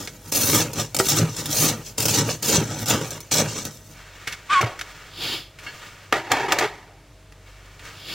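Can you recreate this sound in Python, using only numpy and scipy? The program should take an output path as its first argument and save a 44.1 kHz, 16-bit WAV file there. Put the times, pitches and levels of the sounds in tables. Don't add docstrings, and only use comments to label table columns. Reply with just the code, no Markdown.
import sys
import numpy as np
from scipy import signal
from scipy.fft import rfft, irfft
from scipy.io import wavfile

SR = 44100
rng = np.random.default_rng(int(sys.argv[2]) if len(sys.argv) > 2 else 0)


def log_audio(samples):
    frames = np.atleast_2d(samples).T
    limited = np.clip(frames, -1, 1)
    pcm = np.round(limited * 32767).astype(np.int16)
    wavfile.write(sys.argv[1], SR, pcm)


N = 358958
TIME = np.arange(N) / SR


def undb(db):
    return 10 ** (np.asarray(db) / 20)


def unit(x):
    return x / np.sqrt(np.mean(x ** 2))


def unit_energy(response):
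    return response / np.linalg.norm(response)


def filtered(x, response):
    return signal.fftconvolve(x, response)[:len(x)]


def low_cut(x, hz):
    return signal.sosfilt(signal.butter(4, hz, "high", fs=SR, output="sos"), x)


def colour(x, spectrum, size=4096):
    hz, db = np.transpose(spectrum)
    bins = np.maximum(np.arange(size // 2 + 1) * SR / size, 1)
    level_db = np.interp(np.log(bins), np.log(hz), db)
    cepstrum = irfft(np.log(undb(level_db)))
    cepstrum[1:size // 2] *= 2
    cepstrum[size // 2 + 1:] = 0
    response = irfft(np.exp(rfft(cepstrum)))
    return filtered(x, unit_energy(response))


def gain_curve(table, axis):
    columns = np.transpose(table)
    return undb(np.interp(TIME, columns[0], columns[axis], left=-200, right=-200))


def walk(rate):
    return 1.2 * np.interp(TIME * rate, np.arange(N // 8), rng.standard_normal(N // 8))


def noise():
    return rng.standard_normal(N)


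def grains(rate, spread_db, slip_rate, slip_db):
    hits = rng.random(N) < rate / SR
    signs = rng.choice([-1, 1], N)
    sizes = undb(spread_db * np.minimum(rng.exponential(size=N), 4))
    snaps = hits * signs * sizes
    return unit(snaps * undb(slip_db * walk(slip_rate)))


def fade(t, t60):
    return np.exp(-np.log(1000) * t / max(t60, .003))


def ring(hz, t60):
    t = TIME[:SR // 3]
    return np.sin(2 * np.pi * hz * t) * fade(t, t60)


def bursts(events, rise_s):
    out = np.zeros(N)
    for s, db, t60 in events:
        part = out[int(s * SR):][:SR // 2]
        t = TIME[:len(part)]
        part += undb(db) * (1 - np.exp(-t / rise_s)) * fade(t, t60)
    return out


def contacts(events):
    shoulder = 0.15
    t, power = TIME[::16], 0
    for s, length, db, growth, arch, attack, release in events:
        before = np.maximum(s - t, 0) / max(attack, .001)
        after = np.maximum(t - s - length, 0) / max(release, .001)
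        ramps = np.hypot(before + after, shoulder) - shoulder
        along = np.clip((t - s) / max(length, .001), 0, 1)
        hold_db = db - growth * (1 - along) - arch * (2 * along - 1) ** 2
        power = power + undb(hold_db - 30 * np.minimum(ramps, 6)) ** 2
    return np.interp(TIME, t, np.sqrt(power))


def rubs(table, attack_s, release_s):
    return contacts((s, length, db, 0, 0, attack_s, release_s) for s, length, db in table)


def moving_echoes(x, lags_s, sway, rate):
    echoes = sum(np.interp(TIME - lag * (1 + sway * walk(rate)), TIME, x) for lag in lags_s)
    return echoes / np.sqrt(len(lags_s))


def reflections(t60, low_hz):
    t = TIME[:SR]
    echoes = rng.standard_normal(len(t)) * fade(t, t60) * (t > .001)
    return low_cut(unit_energy(echoes), low_hz)


# f/Hz, rms level/dB before they waver
MOTOR_HUM = [(48.4, -55), (96.9, -56), (296, -67), (635, -66)]
# f/Hz, level/dB
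ROOM_TONE = [(20, -39), (45, 2), (70, -7.5), (105, -0.5), (150, -2), (220, -15.5), (450, -11.5), (640, -15),
             (800, -17.5), (2500, -20.5), (7000, -28), (15000, -40)]
ROOM_DB = -52


def background():
    hum = 0
    for hz, db in MOTOR_HUM:
        tone = np.sqrt(2) * np.sin(2 * np.pi * hz * TIME + 0.2 * walk(9))
        hum = hum + undb(db + 2.0 * walk(3.14)) * tone
    air = colour(noise(), ROOM_TONE) * undb(ROOM_DB + walk(3.3))
    return hum + air


# t/s, length/s, level/dB
SLEEVE_BRUSHES = [(5.25, .08, -29.5), (8.0, .06, -47), (8.125, .02, -34)]
# t/s, length/s, level/dB
GRIP_SHIFTS = [(3.99, 0.22, -41), (4.295, 0.018, -36.5), (4.5, 0.56, -40), (5.66, 0.2, -37.5),
               (6.0, 0.64, -44.5), (7.48, 0.26, -48), (7.86, 0.035, -36.5)]
# f/Hz, level/dB
CLOTH_TONE = [(71, -50), (120, -0.5), (224, -8), (357, 1), (569, -9.5), (668, -8), (1200, -8.5),
              (1990, -7.5), (3360, 1.5), (3950, -2.5), (4950, -2.5), (6100, -18), (6960, -12),
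              (7860, -20.5), (15000, -20.5)]
SKIN_TONE = [(120, -5), (250, -13), (450, -5.5), (800, -7), (1300, -1), (1900, -1.5), (2800, -4.5),
             (3800, -9), (7300, -14), (11000, -27), (15000, -22.5)]


def handling():
    cloth = colour(grains(rate=19000, spread_db=-1.5, slip_rate=200, slip_db=0.5), CLOTH_TONE)
    sleeve = cloth * rubs(SLEEVE_BRUSHES, attack_s=.15, release_s=0.15)
    skin = colour(grains(rate=9000, spread_db=0.5, slip_rate=47, slip_db=1.5), SKIN_TONE)
    grip = skin * rubs(GRIP_SHIFTS, attack_s=0.16, release_s=0.25)
    return undb(3.0) * sleeve + undb(-4.0) * grip


# t/s, level/dB, t60/s
SOFT_TAPS = [(5.663, -29, 0.17)]
# f/Hz, level/dB
HOLLOW_MODES = [(1400, -28), (1670, 2), (1900, -11), (2190, 2), (2740, 2), (2980, -9), (4400, -3)]


def tap():
    push = noise() * bursts(SOFT_TAPS, rise_s=.0015)
    body = sum(undb(db) * ring(hz, t60=0.029) for hz, db in HOLLOW_MODES)
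    return filtered(push, unit_energy(body))


# t/s, level/dB, t60/s, bright snap against the crack/dB
PLASTIC_CRACKS = [(6.125, -0.5, 0.034, -17), (6.317, -0.5, 0.029, -5.5), (6.521, -3.5, 0.041, -3),
                  (6.586, -8.5, 0.068, -3.5)]
# t/s, length/s, level/dB
ICE_GRINDS = [(4.613, 0.018, -22), (4.67, .03, -35), (6.137, 0.034, -22), (6.25, 0.03, -35),
              (6.314, 0.031, -19.5), (6.37, 0.083, -24), (6.488, 0.041, -22.5), (6.55, 0.043, -27.5),
              (6.612, 0.019, -18)]
# t/s, level/dB, t60/s
PLASTIC_CLICKS = [(.073, -18, 0.045), (4.272, -16, 0.083), (4.323, -21, 0.084), (4.611, -12.5, 0.049),
                  (4.791, -21, 0.049), (4.811, -13.5, 0.031), (5.586, -32, 0.1), (7.322, -31.5, 0.019),
                  (7.793, -35, 0.08), (7.851, -31, 0.049), (8.091, -34, .09)]
# f/Hz, level/dB
CRACK_TONE = [(80, -27), (300, 2), (750, -3.5), (1900, 5), (3000, -5.5), (6000, -18), (8500, -27),
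              (15000, -29)]
SNAP_TONE = [(1500, -10), (3500, 4.5), (7500, 0.5), (10000, -11), (15000, -8)]
GRIND_TONE = [(50, -42), (120, -4), (180, -11.5), (270, -5), (385, 6.5), (570, -2), (780, 1), (1000, -0.5),
              (1350, -6), (1900, -2.5), (3000, -11.5), (7600, -26), (9000, -33.5), (15000, -38)]
CLICK_TONE = [(150, -5.5), (450, -12), (900, -10), (1400, 1), (2200, 5), (3300, -3), (6000, -6.5),
              (9000, -15), (15000, -22)]


def plastic():
    body = bursts([(s, db, t60) for s, db, t60, _ in PLASTIC_CRACKS], rise_s=0.00036)
    snap = bursts([(s, db + bright, t60) for s, db, t60, bright in PLASTIC_CRACKS], rise_s=0.00017)
    cracks = colour(noise() * body, CRACK_TONE) + undb(-1.5) * colour(noise() * snap, SNAP_TONE)

    press = rubs(ICE_GRINDS, attack_s=0.018, release_s=0.088)
    shudder = undb(-18) * rubs(ICE_GRINDS, attack_s=0.018, release_s=0.4)
    friction = colour(grains(rate=3100, spread_db=0.5, slip_rate=130, slip_db=1.5), GRIND_TONE)
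    grind = friction * np.hypot(press, shudder)
    grind = grind + .5 * moving_echoes(grind, [.0013, .0029], sway=.15, rate=12)

    clicks = colour(noise() * bursts(PLASTIC_CLICKS, rise_s=0.0013), CLICK_TONE)
    return undb(-5) * cracks + undb(-1) * grind + undb(-3.5) * clicks


# t/s, mean f/Hz, level/dB, roughness (0 smooth, 1 chattering)
STICK_SLIP = [(4.492, 1133, -40, 0.65), (4.501, 1133, -23, 0.6), (4.518, 1207, -16.5, 0.5),
              (4.537, 1215, -18, 1.02), (4.552, 1142, -18.5, .6), (4.566, 1113, -13.5, 0.3),
              (4.6, 1088, -15, 0.33), (4.609, 1060, -38, 0.6), (4.62, 1020, -55, .5)]
SECOND_TONE_ABOVE_HZ, SECOND_TONE_DB = 360, -4.5


def squeak():
    s, *columns = np.transpose(STICK_SLIP)
    hz, _, rough = (np.interp(TIME, s, column) for column in columns)
    jitter = .018 * rough * walk(400) + .007 * walk(150)
    phase = 2 * np.pi * np.cumsum(hz * (1 + jitter)) / SR
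    overtones = 0
    for k, db in enumerate([-15, -20, -26], 2):
        overtones = overtones + undb(db + 4 * walk(90)) * np.sin(k * phase)
    upper = phase + 2 * np.pi * np.cumsum(SECOND_TONE_ABOVE_HZ + 25 * walk(90)) / SR
    second = np.sin(upper) + undb(-9) * np.sin(2 * upper) + undb(-12) * np.sin(upper + phase)
    grit_tone = [(700, -15.5), (1450, 1), (1800, -3), (2800, -6), (4500, -15.5), (8000, -20.5), (12000, -40)]
    grit = colour(noise(), grit_tone)
    tones = np.sin(phase) + overtones + undb(SECOND_TONE_DB) * rough * second
    sound = np.sqrt(2) * tones + undb(-2.5) * rough * grit
    return sound * gain_curve(STICK_SLIP, axis=2)


# t/s, level/dB, centre of the modes that answer f/Hz, their spread/octaves
LINER_BLOWS = [(1.0003, 0.5, 900, 1.1), (1.216, -11.5, 150, 0.12), (1.234, -10, 149, 0.15),
               (2.58, -8.5, 150, 0.74), (2.201, -17, 149, 0.44), (3.399, -11.5, 111, 0.22),
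               (4.629, -6.5, 960, 0.51), (4.635, -13.5, 114, 0.14)]
# f/Hz, t60/s, level dragged/dB, level struck/dB
LINER_MODES = [(111.2, 0.82, -10, -31), (118.4, 0.24, -0.5, -13), (156, 0.16, 0.5, 2),
               (214.6, 0.046, -1, -28), (293.4, 0.067, -6.5, -34), (385.7, 0.54, -19, 5.5),
               (433, 0.13, -13.5, -52), (487.6, 0.21, -10, 1.5), (650, 0.2, -43, -2.5),
               (827, 0.083, -12, -6), (933, 0.18, -18, -20), (1340, 0.023, -10.5, 8.5),
               (1510, 0.087, -17, -9), (1899, 0.027, -16.5, 1.5)]


def blows():
    out = np.zeros(N)
    for s, level_db, centre, octaves in LINER_BLOWS:
        knock = 0
        for hz, t60, _, db in LINER_MODES:
            answer = np.exp(-(np.log2(hz / centre) / octaves) ** 2 / 2)
            knock = knock + undb(db) * answer * ring(hz, t60)
        knock = knock * fade(TIME[:len(knock)], .3)
        out[int(s * SR):][:len(knock)] += undb(level_db) * knock / np.abs(knock).max()
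    return out


# t/s, length/s, attack/s, crystal rasp level at the end/dB, its growth along the stroke/dB,
# powder against the rasp/dB, drag level on the liner/dB, boom level of the wall/dB
FIRM_STROKES = [ (0.319, 0.29, 0.0032, -20, 4.5, 0.5, -24, -24.5),
                (1.089, 0.021, 0.14, -19, 3.5, 0, -26.5, -25.5),
                (1.158, 0.025, 0.037, -21.5, 0.5, -1, -20.5, -22.5),
                (1.534, 0.15, 0.054, -18.5, 4, -1.5, -23.5, -24.5),
                (1.978, 0.21, .004, -18, 8, -6, -27.5, -22),
                (2.425, 0.13, .004, -18, 8.5, -6.5, -24.5, -22.5),
                (2.881, .03, 0.034, -18.5, 4.5, -5.5, -21, -22),
                (3.315, 0.076, 0.006, -19.5, -2.5, -6.5, -23.5, -24), ]
# closest touch t/s, rise and fall/s, rasp level/dB,
# powder against the rasp/dB, drag level/dB, boom level/dB
LIGHT_GRAZES = [ (0.0, 0.22, -37, -5, -40.5, -36.5), (0.798, 0.086, -24.5, -7.5, -26.5, -28.5),
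                (1.002, 0.073, -46, 8, -29.5, -29), (1.398, 0.19, -30.5, -6.5, -37, -33),
                (1.49, 0.051, -39, -1, -40, -35), (1.868, 0.073, -37, -7, -51, -55),
                (2.301, 0.074, -23.5, -10, -27, -32), (2.71, 0.51, -35.5, -15, -35.5, -34),
                (2.813, 0.077, -33.5, -2, -39, -29.5), (3.02, 0.36, -36.5, -23, -35, -36),
                (3.139, 0.072, -39, -11, -34, -38), (3.558, 0.23, -31.5, -17, -35.5, -37),
                (3.664, 0.058, -35.5, -8, -40.5, -34.5), ]
# t/s, length/s, level/dB
CRUMB_TRICKLE = [(0.0, 3.9, -54)]
CRUMB_POWDER_DB, CRUMB_LINER_DB, CRUMB_WALL_DB = 0, -8, 2.5
DRAG_GROWS_DB, BOOM_GROWS_DB, POWDER_ARCH_DB = 9.5, 8.5, 5
RASP_RELEASE_S, POWDER_RELEASE_S, DRAG_RELEASE_S, BOOM_RELEASE_S = 0.078, 0.054, 0.14, .17
BOOM_LAG_S = 0.012


def blade_contact():
    rasp, powder, drag, boom = layers = [], [], [], []
    for s, length, attack, db, growth, fine, drag_db, boom_db in FIRM_STROKES:
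        rasp.append((s, length, db, growth, 0, attack, RASP_RELEASE_S))
        powder.append((s, length, db + fine, 0, POWDER_ARCH_DB, attack, POWDER_RELEASE_S))
        drag.append((s, length, drag_db, DRAG_GROWS_DB, 0, attack, DRAG_RELEASE_S))
        boom.append((s, length + BOOM_LAG_S, boom_db, BOOM_GROWS_DB, 0, attack, BOOM_RELEASE_S))
    for s, ramp, db, fine, drag_db, boom_db in LIGHT_GRAZES:
        for layer, level in zip(layers, (db, db + fine, drag_db, boom_db)):
            layer.append((s, 0, level, 0, 0, ramp, ramp))
    crumbs = rubs(CRUMB_TRICKLE, attack_s=.01, release_s=0.22) * undb(4.4 * walk(24.63))
    shares = (0, CRUMB_POWDER_DB, CRUMB_LINER_DB, CRUMB_WALL_DB)
    patchy_frost = undb(1.4 * walk(70))
    return [patchy_frost * np.hypot(contacts(layer), undb(db) * crumbs)
            for layer, db in zip(layers, shares)]


# t/s, level/dB, t60/s
CRUST_BITES = [(0.321, -4, 0.025), (0.732, -16, .04), (0.9455, -1.5, 0.03), (.965, -1.5, 0.023),
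               (.988, -5.5, 0.11), (1.086, -9, 0.12), (1.364, -16, .05), (1.457, -12, 0.061),
               (1.981, -10, 0.047), (2.002, -7.5, 0.065), (2.054, -3, .04), (2.083, -4, 0.024),
               (2.427, -18, 0.017), (2.858, -15, 0.07), (3.106, -19.5, .1), (3.204, -18, 0.034),
               (3.317, -12, 0.04), (3.651, -12.5, 0.033)]
STICK_S, STICK_DB = 0.021, -4.5


def sticking():
    caught = 0
    for s, _, _ in CRUST_BITES:
        caught = caught + np.interp(TIME, [s - STICK_S, s - STICK_S / 2, s], [0, 1, 1], right=0)
    return undb(STICK_DB * np.minimum(caught, 1))


# f/Hz, level/dB
BLADE_TONE = [(900, -20.5), (2000, -12.5), (2700, -2), (4800, -0.5), (5500, 2), (6000, -0.5), (6500, 4.5),
              (7200, -5), (8200, -11.5), (9300, -10.5), (10500, -37), (14000, -28.5)]
POWDER_TONE = [(5000, -50), (8500, -1.5), (9400, 2), (10000, -1.5), (11500, -1), (13000, 2), (16000, 0)]
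LINER_TONE = [(150, -24), (300, 6), (500, 5), (700, -3.5), (1300, -3), (1900, -14.5), (2800, -7),
              (5000, -25)]
# f/Hz, t60/s (played as 0.003 where shorter), level/dB
BLADE_MODES = [(2540, 0.019, -18), (2970, 0.22, -21), (3660, 0.0028, -14.5), (4260, 0.028, -14),
               (5570, 0.0021, -14.5), (6110, 0.03, -2), (6960, 0.016, -5.5), (7460, 0.0028, -1)]


def scraping():
    rasp, powder, drag, boom = blade_contact()
    sliding = sticking()
    bite_grains = grains(rate=15000, spread_db=5.5, slip_rate=164.6, slip_db=1.0)
    bite = bursts(CRUST_BITES, rise_s=0.0002) * bite_grains

    crackle = grains(rate=11000, spread_db=2.5, slip_rate=260, slip_db=1.7)
    crystals = crackle * rasp * sliding + undb(-10.5) * bite
    blade = undb(-5.5) * colour(crystals, BLADE_TONE)
    for hz, t60, db in BLADE_MODES:
        drive = crystals * undb(db - 12.5 + 2.6 * walk(45))
        blade += filtered(drive, unit_energy(ring(hz, t60)))

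    hiss = grains(rate=25000, spread_db=4.0, slip_rate=270, slip_db=-1.5) * powder * sliding
    dust = colour(undb(-2.0) * hiss + undb(-14.5) * bite, POWDER_TONE)

    scrub = grains(rate=2500, spread_db=2.5, slip_rate=150, slip_db=2.5) * drag * sliding
    liner = colour(undb(1.0) * scrub + undb(-19) * bite, LINER_TONE)

    modes = sum(undb(db) * ring(hz, t60) / np.sqrt(t60) for hz, t60, db, _ in LINER_MODES)
    shoves = grains(rate=1500, spread_db=1.0, slip_rate=60, slip_db=2.5) * boom
    wall = low_cut(filtered(undb(2.5) * shoves, unit_energy(modes)), hz=99)

    crunch = blade + liner
    thrown_back = .6 * moving_echoes(crunch, [.0005, .0011, .0017], sway=.12, rate=14)
    return crunch + thrown_back + dust + wall


PORT_LAG_S = .00001


def scene():
    aside = plastic() + tap()
    near = scraping() + low_cut(blows(), hz=71.4) + aside + handling()
    direct = near + squeak()
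    cabinet = undb(-8) * filtered(near, reflections(0.086, low_hz=360))
    room = undb(-22) * filtered(direct, reflections(0.71, low_hz=260))
    mid = undb(-1.72) * (direct + cabinet) + room + background()
    scatter = moving_echoes(mid, [.0006], sway=.3, rate=20)
    short_waves = low_cut(low_cut(scatter, hz=4840), hz=4840)
    side = undb(-4.0) * short_waves + undb(-44.0) * scatter
    side = side + (np.interp(TIME - PORT_LAG_S, TIME, aside) - aside) / 2
    return np.array([mid + side, mid - side])


TOP_HZ = 15850


def record(dry):
    rounded = np.tanh(0.73 * dry) / 0.67
    return signal.sosfilt(signal.ellip(10, .2, 80, TOP_HZ, fs=SR, output="sos"), rounded)


dry = scene()
out = record(dry)
log_audio(out)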